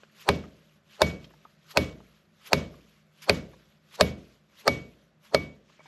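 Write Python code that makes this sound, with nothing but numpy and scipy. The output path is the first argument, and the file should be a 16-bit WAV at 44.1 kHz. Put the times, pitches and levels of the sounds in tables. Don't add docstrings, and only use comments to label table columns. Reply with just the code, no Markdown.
import sys
import numpy as np
from scipy import signal
from scipy.fft import rfft, irfft
from scipy.io import wavfile
from scipy.ndimage import uniform_filter1d

SR = 44100
rng = np.random.default_rng(int(sys.argv[2]) if len(sys.argv) > 2 else 0)


def invert_db(level):
    return 10 ** (np.asarray(level, dtype=float) / 20)


def wav_record(signal):
    frames = np.transpose(np.atleast_2d(signal))
    bounded = np.clip(frames, -1, 1)
    quanta = np.round(bounded * 32767).astype(np.int16)
    wavfile.write(sys.argv[1], SR, quanta)


N = 258901


def unit(x):
    return x / np.sqrt(np.mean(x ** 2) + 1e-20)


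def along(points, hz):
    f, v = np.transpose(points)
    return np.interp(np.log(hz + 1), np.log(f + 1), v)


def coloured(x, spectrum):
    slit_hz, slit_half_hz = 9080, 120
    hz = np.fft.rfftfreq(len(x), 1 / SR)
    inside = (hz > spectrum[0][0] / 2) & (hz < spectrum[-1][0] + 400)
    inside = inside & (np.abs(hz - slit_hz) > slit_half_hz)
    return irfft(rfft(x) * invert_db(along(spectrum, hz)) * inside, len(x))


def hiss(size, spectrum):
    return unit(coloured(rng.standard_normal(size), spectrum))


def ring(modes, t, attack, scatter_db, phase):
    tones = np.zeros(len(t))
    for hz, db, t60 in modes:
        level, shift, turn = rng.standard_normal(3)
        pitch = hz * (1 + 0.0028 * shift * scatter_db)
        fade = invert_db(db + scatter_db * level - 60 * t / t60)
        tones += fade * np.sin(2 * np.pi * pitch * t + phase * turn)
    return tones * (1 - np.exp(-t / attack))


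def add(track, s, sound):
    part = track[round(s * SR):][:len(sound)]
    part += sound[:len(part)]


# (pitch [Hz], level per Hz [dB])
AIR_COLOUR = [(25, -24), (45, -24.5), (80, -9.5), (125, -16.5), (155, 4), (182, -11), (208, -2), (250, -17),
              (390, -13.5), (450, -20.5), (580, -12), (720, -20.5), (900, -25.5), (1500, -21.5),
              (9000, -48.5)]


def air():
    return invert_db(-65.5) * hiss(N, AIR_COLOUR)


# (pitch [Hz], level [dB])
MACHINE_TONES = [
    (154, -74),
    (208, -72),
]


def hum():
    t = np.arange(N) / SR
    out = np.zeros(N)
    for hz, db in MACHINE_TONES:
        drift = np.interp(6 * t, np.arange(40), rng.standard_normal(40))
        out += invert_db(db + 2.1 * drift) * np.sin(2 * np.pi * hz * t)
    return out


# (time [s], peak level [dB], pitch [Hz], time to fade 60 dB [s], overtone [dB])
PART_TICKS = [(0.034, -43, 1593, 0.032, -13), (0.098, -54, 1790, 0.03, 0), (0.438, -41, 1248, 0.058, -8),
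              (1.244, -42.5, 3220, 0.048, -7), (1.308, -45.5, 1205, 0.03, -9),
              (1.338, -42.5, 920, 0.025, -6), (1.452, -39, 1250, 0.045, -19),
              (2.004, -45, 880, 0.029, -9.5), (2.741, -46.5, 1186, 0.04, -8.5),
              (3.533, -48, 1120, 0.057, -8), (5.698, -51.5, 1210, .04, -14), (5.792, -45, 1220, 0.02, -8),
              (5.795, -46, 625, 0.06, -17), (5.804, -43.5, 1323, 0.036, -13),
              (0.034, -43.5, 3220, 0.02, -17), (0.034, -46, 552, 0.044, -12),
              (1.245, -46, 4290, 0.048, -23.5), (1.245, -52, 2405, 0.027, -6),
              (5.858, -42.5, 991, 0.05, -7)]


def ticks():
    out, t = np.zeros(N), np.arange(4096) / SR
    for s, db, hz, t60, over_db in PART_TICKS:
        colour = [(hz / 3, -20), (hz, -2), (hz, over_db - 18), (hz * 1.54, over_db), (hz * 2.5, over_db - 28)]
        body = invert_db(-1) * hiss(len(t), colour) + invert_db(-3) * np.sin(2 * np.pi * hz * t)
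        fade = invert_db(db - 4.5 - 60 * t / max(t60, .005))
        add(out, s - .0007, fade * body * (1 - np.exp(-t / 0.00034)))
    return out


# (pitch [Hz], level per Hz [dB])
NYLON_COLOUR = [(240, -42), (400, -8.5), (656, -11.5), (738, -14.5), (1080, 0.5), (1720, -2), (2380, 0),
                (3220, -0.5), (6850, -9.5), (8900, -21.5), (10200, -36), (19800, -120)]
# (pitch [Hz], level per Hz [dB])
CRISP_COLOUR = [(9100, -20), (9700, -11), (11600, 4), (12700, -6.5), (13200, -27.5)]
# (time [s], peak level [dB], length [s])
CUFF_FLICKS = [
    (1.7067, -39, 0.013),
    (2.46, -39, 0.014),
    (3.22, -35.5, 0.01587),
    (3.947, -35.5, 0.014),
]


def cuff():
    out, t = np.zeros(N), np.arange(4096) / SR
    brighter = [(hz, level + 4 * np.log2(hz / 3000)) for hz, level in NYLON_COLOUR[:-1]]
    for s, db, length in CUFF_FLICKS:
        cloth = hiss(len(t), brighter) + invert_db(-11.5) * hiss(len(t), CRISP_COLOUR)
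        fade = invert_db(db - 13.5 - 60 * np.clip(t - length, 0, None) / 0.026)
        add(out, s - .0007, fade * cloth * (1 - np.exp(-t / 0.00062)))
    return out


def patchy(x, depth_db):
    z = signal.stft(x, nperseg=256)[2]
    field = uniform_filter1d(rng.standard_normal(z.shape), size=4, axis=0)
    field = uniform_filter1d(field, size=7, axis=1)
    return signal.istft(z * invert_db(depth_db * unit(field)), nperseg=256)[1][:len(x)]


def peak(t, db, rise_db_per_s, fall_db_per_s):
    return invert_db(2 * (db + np.minimum(rise_db_per_s * t, -fall_db_per_s * t)))


STRIKE_TIMES = [
    .2892,
    1.0179,
    1.7722,
    2.5314,
    3.2957,
    4.0097,
    4.6779,
    5.3463,
]
# (start before the blow [s], fastest before the blow [s], arm [dB], swish [dB])
ARM_DOWNSWINGS = [
    (0.24, .077, -53, -56),
    (0.21, 0.085, -57, -70.5),
    (0.262, .059, -60.5, -47.5),
    (0.26, .057, -56.5, -46.5),
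    (0.25, 0.054, -58, -48),
    (0.23, 0.063, -56.5, -53),
    (0.26, .074, -58, -51.5),
    (.15, .091, -60.5, -57.5),
]
# (recoil [dB], recoil peak after [s], recoil fade by 60 dB [s], lift [dB], lift length [s])
ARM_LIFTS = [
    (-48, 0.049, 0.32, -66.5, .55),
    (-42, 0.056, 0.27, -66, 0.59),
    (-42, 0.055, .3, -66.5, 0.52),
    (-44.5, .05, 0.33, -65.5, .55),
    (-44, .055, .3, -66, 0.512),
    (-43.5, .062, 0.23, -65, 0.42),
    (-45.5, .048, 0.37, -69.5, 0.45),
    (-52.5, 0.072, .33, -73.5, .31),
]
# (time [s], rustle [dB], time to fade 60 dB [s])
HAND_SHIFTS = [
    (.02, -63, 0.47),
    (.443, -62.5, 0.25),
    (1.25, -60, 0.061),
    (4.19, -64, 0.32),
    (5.699, -64.5, 0.99),
    (5.868, -57.5, .5),
]


def arm():
    still_db = -83
    lift_start_s, lift_rise_s, lift_fade_s = .12, 0.09, 0.084
    recoil_crisp_db, recoil_dulls_db_per_s = -19, 39.5
    t = np.arange(0, N, 32) / SR
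    swing, swish, lift, recoil, recoil_crisp, shift = np.zeros((6, len(t)))
    for s, down, up in zip(STRIKE_TIMES, ARM_DOWNSWINGS, ARM_LIFTS):
        start, fastest, arm_db, swish_db = down
        recoil_db, top, t60, lift_db, length = up
        climb = (arm_db - still_db) / max(start - fastest, .01)
        swing += peak(t - s + fastest, arm_db, climb, 89)
        swish += peak(t - s + fastest, swish_db, 500, 547.5)
        after = np.clip(t - s, 0, None)
        recoil += (t > s) * peak(after - top, recoil_db, 200.5, 60 / t60)
        dulling = (60 / t60 + recoil_dulls_db_per_s) * (after - top)
        recoil_crisp += (t > s) * invert_db(2 * (recoil_db + recoil_crisp_db - dulling))
        rising = np.clip((after - lift_start_s) / lift_rise_s, 0, 1) ** 2
        fading = np.clip(after - length + lift_fade_s, 0, None) / lift_fade_s
        lift += rising * invert_db(2 * (lift_db - 12 * (after - 0.18) - 12.5 * fading))
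    for s, db, t60 in HAND_SHIFTS:
        shift += peak(t - s, db, 180.5, 60 / t60)
    still = np.full(len(t), invert_db(2 * still_db))
    moves = np.array([swing, swish, lift, shift, still])
    crisp_share = invert_db(2 * np.array([-13.5, -10, -13, -21.5, -14]))
    rustle_power = moves.sum(axis=0) + recoil
    crisp_power = crisp_share @ moves + recoil_crisp
    return [np.interp(np.arange(N) / SR, t, np.sqrt(power)) for power in (rustle_power, crisp_power)]


def sleeve():
    rustle, crispness = arm()
    grain_db = unit(uniform_filter1d(rng.standard_normal(N), size=120))
    rub = invert_db(grain_db) * rng.standard_normal((2, N))
    weave = unit(coloured(patchy(rub[0], depth_db=2), NYLON_COLOUR))
    crisp = unit(coloured(patchy(rub[1], depth_db=3), CRISP_COLOUR))
    return invert_db(0.5) * rustle * weave + crispness * crisp


# (pitch [Hz], level per Hz [dB])
LEAK_COLOUR = [(200, -30), (420, -3.5), (600, -4), (900, -5.5), (1300, -14.5), (2500, -29.5), (3900, -30.5),
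               (4400, -17), (4900, -31.5), (8200, -37), (8900, -31.5), (9400, -53.5)]


def leak(t):
    steps = np.floor(t * SR / 512) * 512 / SR
    fall = uniform_filter1d(invert_db(-24 * steps / .04 - 24 * t / .04), size=40)
    return (fall * hiss(len(t), LEAK_COLOUR))[::-1]


# (pitch [Hz], level per Hz [dB])
ECHO_COLOUR = [(40, -32), (80, -2.5), (200, 3), (330, -5), (420, -5), (600, -6.5), (700, -13), (790, -18.5),
               (1500, -22), (3000, -20.5), (6000, -30.5), (9000, -50.5), (11500, -46.5), (12800, -55.5)]
# (pitch [Hz], time to fade 60 dB [s])
GARAGE_FADE = [(60, 0.3), (150, 0.49), (400, 0.52), (650, 0.51), (850, 0.44), (3000, 0.34), (8000, 0.26)]


def echo(t):
    hz, when, z = signal.stft(hiss(len(t), ECHO_COLOUR), SR, nperseg=1024)
    fade = invert_db(-60 * when / along(GARAGE_FADE, hz)[:, None])
    tail = signal.istft(z * fade, SR, nperseg=1024)[1][:len(t)]
    return invert_db(-18.5) * tail * (1 - np.exp(-t / 0.009))


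# (pitch [Hz], level [dB], time to fade 60 dB [s])
BENCH_TONES = [(57, -11.5, 0.72), (79.5, 3, 0.37), (124.3, -7.5, 0.52), (153.4, -3.5, 0.48),
               (176.4, 0.5, 0.22), (203.6, -7, 0.16), (247, 0, .28), (305, -4, 0.29)]


def bench(t):
    return invert_db(-21) * ring(BENCH_TONES, t, 0.0073, scatter_db=1.5, phase=3)


# (pitch [Hz], level [dB], time to fade 60 dB [s])
RIM_TONES = [(2250, -2, 0.4), (2250, 0, .16), (1177, -15.5, .3), (3545, -19.5, 0.14), (4430, -20.5, 0.14),
             (5150, -23, 0.067)]


def rim(t, db, ring_db):
    tone = invert_db(ring_db - 26) * ring(RIM_TONES, t, 0.003, scatter_db=0, phase=.1)
    note_db = db + ring_db - 29 - 60 * t / RIM_TONES[0][2]
    faded = invert_db(-64) / invert_db(note_db)
    return tone / (1 + faded ** 4)


# (time [s], level [dB], time to fade 60 dB [s])
RIM_NUDGES = [
    (5.794, -55.5, 0.14),
    (5.858, -60, 0.11),
]


def nudges():
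    out, t = np.zeros(N), np.arange(4096) / SR
    for s, db, t60 in RIM_NUDGES:
        add(out, s, invert_db(db) * ring([(RIM_TONES[0][0], 0, t60)], t, 0.00091, scatter_db=3.5, phase=1))
    return out


# (pitch [Hz], level [dB], time to fade 60 dB [s])
HUB_TONES = [(414.3, -4.5, 0.11), (551, -0.5, .08), (618, 0.5, 0.061), (647, -7, .05), (872, -11.5, 0.049)]


def hub(t):
    return invert_db(-9) * ring(HUB_TONES, t, 0.00044, scatter_db=2.5, phase=1.3)


# (pitch [Hz], level [dB], time to fade 60 dB [s])
DRIVER_TONES = [(1038, -5.5, 0.039), (1250, -1.5, 0.036), (1533, -5, 0.027), (1700, -5, .015),
                (2493, -2, 0.021), (3500, -8, 0.015), (4440, -2.5, .018), (4980, -8.5, 0.021),
                (6970, -16, .014)]
# (pitch [Hz], level per Hz [dB])
CRACK_COLOUR = [(180, -33), (400, -6.5), (900, 3), (1500, -4.5), (2400, -2.5), (3000, -6), (4300, -2.5),
                (6500, -17), (8500, -25.5), (11500, -24), (13200, -28.5), (16000, -37)]


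def driver(t, shank_db, shoulder_db, tip_db, edge_db):
    weight = [(1250, shank_db), (2100, shoulder_db), (4400, tip_db), (11000, edge_db)]
    modes = [(hz, db + along(weight, hz), t60) for hz, db, t60 in DRIVER_TONES]
    colour = [(hz, db + along(weight, hz)) for hz, db in CRACK_COLOUR]
    contact_s = .0025
    pressed = invert_db(-6 * t / contact_s - 40 * np.clip(t / contact_s - 1, 0, None))
    crack = invert_db(-4.5) * pressed * hiss(len(t), colour)
    chatter = invert_db(-11.5 - 60 * t / 0.047) * hiss(len(t), colour[:-2] + [(12800, -51.5)])
    grip = 0.36 + 0.55 * pressed
    steel = invert_db(10) * grip * ring(modes, t, 0.000078, scatter_db=1.05, phase=1.5)
    return steel + crack + chatter


# (strength [dB], hub knock [dB], bench thump [dB], rim ring [dB], early leak [dB])
MALLET_BLOWS = [
    (-5.5, -0.9, -2, -7, -1.5),
    (-6, 1, -0.85, 3, -3.5),
    (-7.5, 0.5, -0.1, 0.5, -2.5),
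    (-7, -4.5, 0, -3, -1.5),
    (-6.5, 0, -2, -4, -2),
    (-6.5, 0.1, -0.5, -1.5, 0.5),
    (-7.5, 1, -1.5, 6, 1.5),
    (-9, 1.24, -2, 5.5, -2),
]
# (shank [dB], shoulder [dB], tip [dB], edge [dB])
MALLET_LANDINGS = [
    (-11.5, -14.5, -17, -20),
    (-14, -14, -15.5, -13.5),
    (-14.5, -9, -12, -7.5),
    (-15, -11.5, -12.5, -9),
    (-13.5, -9.5, -14.5, -20),
    (-15.5, -12, -10.5, -9.5),
    (-10.5, -18, -11.5, -12.5),
    (-7.5, -20, -10, -14.5),
]


def mallet():
    out, t = np.zeros(N), np.arange(32768) / SR
    half = t[:len(t) // 2]
    for s, blow, landing in zip(STRIKE_TIMES, MALLET_BLOWS, MALLET_LANDINGS):
        db, knock_db, thump_db, ring_db, leak_db = blow
        low = invert_db(thump_db) * (bench(t) + echo(t))
        add(out, s, invert_db(db) * low * np.clip((t[-1] - t) / .1, 0, 1))
        add(out, s, invert_db(db) * (invert_db(knock_db) * hub(half) + rim(half, db, ring_db)))
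        add(out, s, invert_db(db) * driver(t[:4096], *landing))
        add(out, s - 2048 / SR, invert_db(db - 15 + leak_db) * leak(t[:2048]))
    return out


# (pitch [Hz], side below middle [dB])
SIDE_COLOUR = [(1000, -46), (3500, -34), (6500, -33), (9300, -20), (11000, -12), (12300, -5), (13300, -8),
               (16000, -12)]


def scene():
    mono = air() + hum() + ticks() + cuff() + sleeve() + nudges() + mallet()
    side = coloured(np.roll(mono, 11) - .6 * mono, SIDE_COLOUR)
    return np.array([mono + side, mono - side])


def top_cut(x):
    return signal.sosfilt(signal.butter(12, 16800, fs=SR, output="sos"), x)


def record(dry):
    x = signal.sosfilt(signal.butter(2, 50, "high", fs=SR, output="sos"), dry)
    x = x / (1 + np.abs(x / .58) ** 8) ** (1 / 8)
    x = signal.sosfilt(signal.butter(10, 15100, fs=SR, output="sos"), x)
    return top_cut(x)


dry = scene()
out = record(dry)
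wav_record(out)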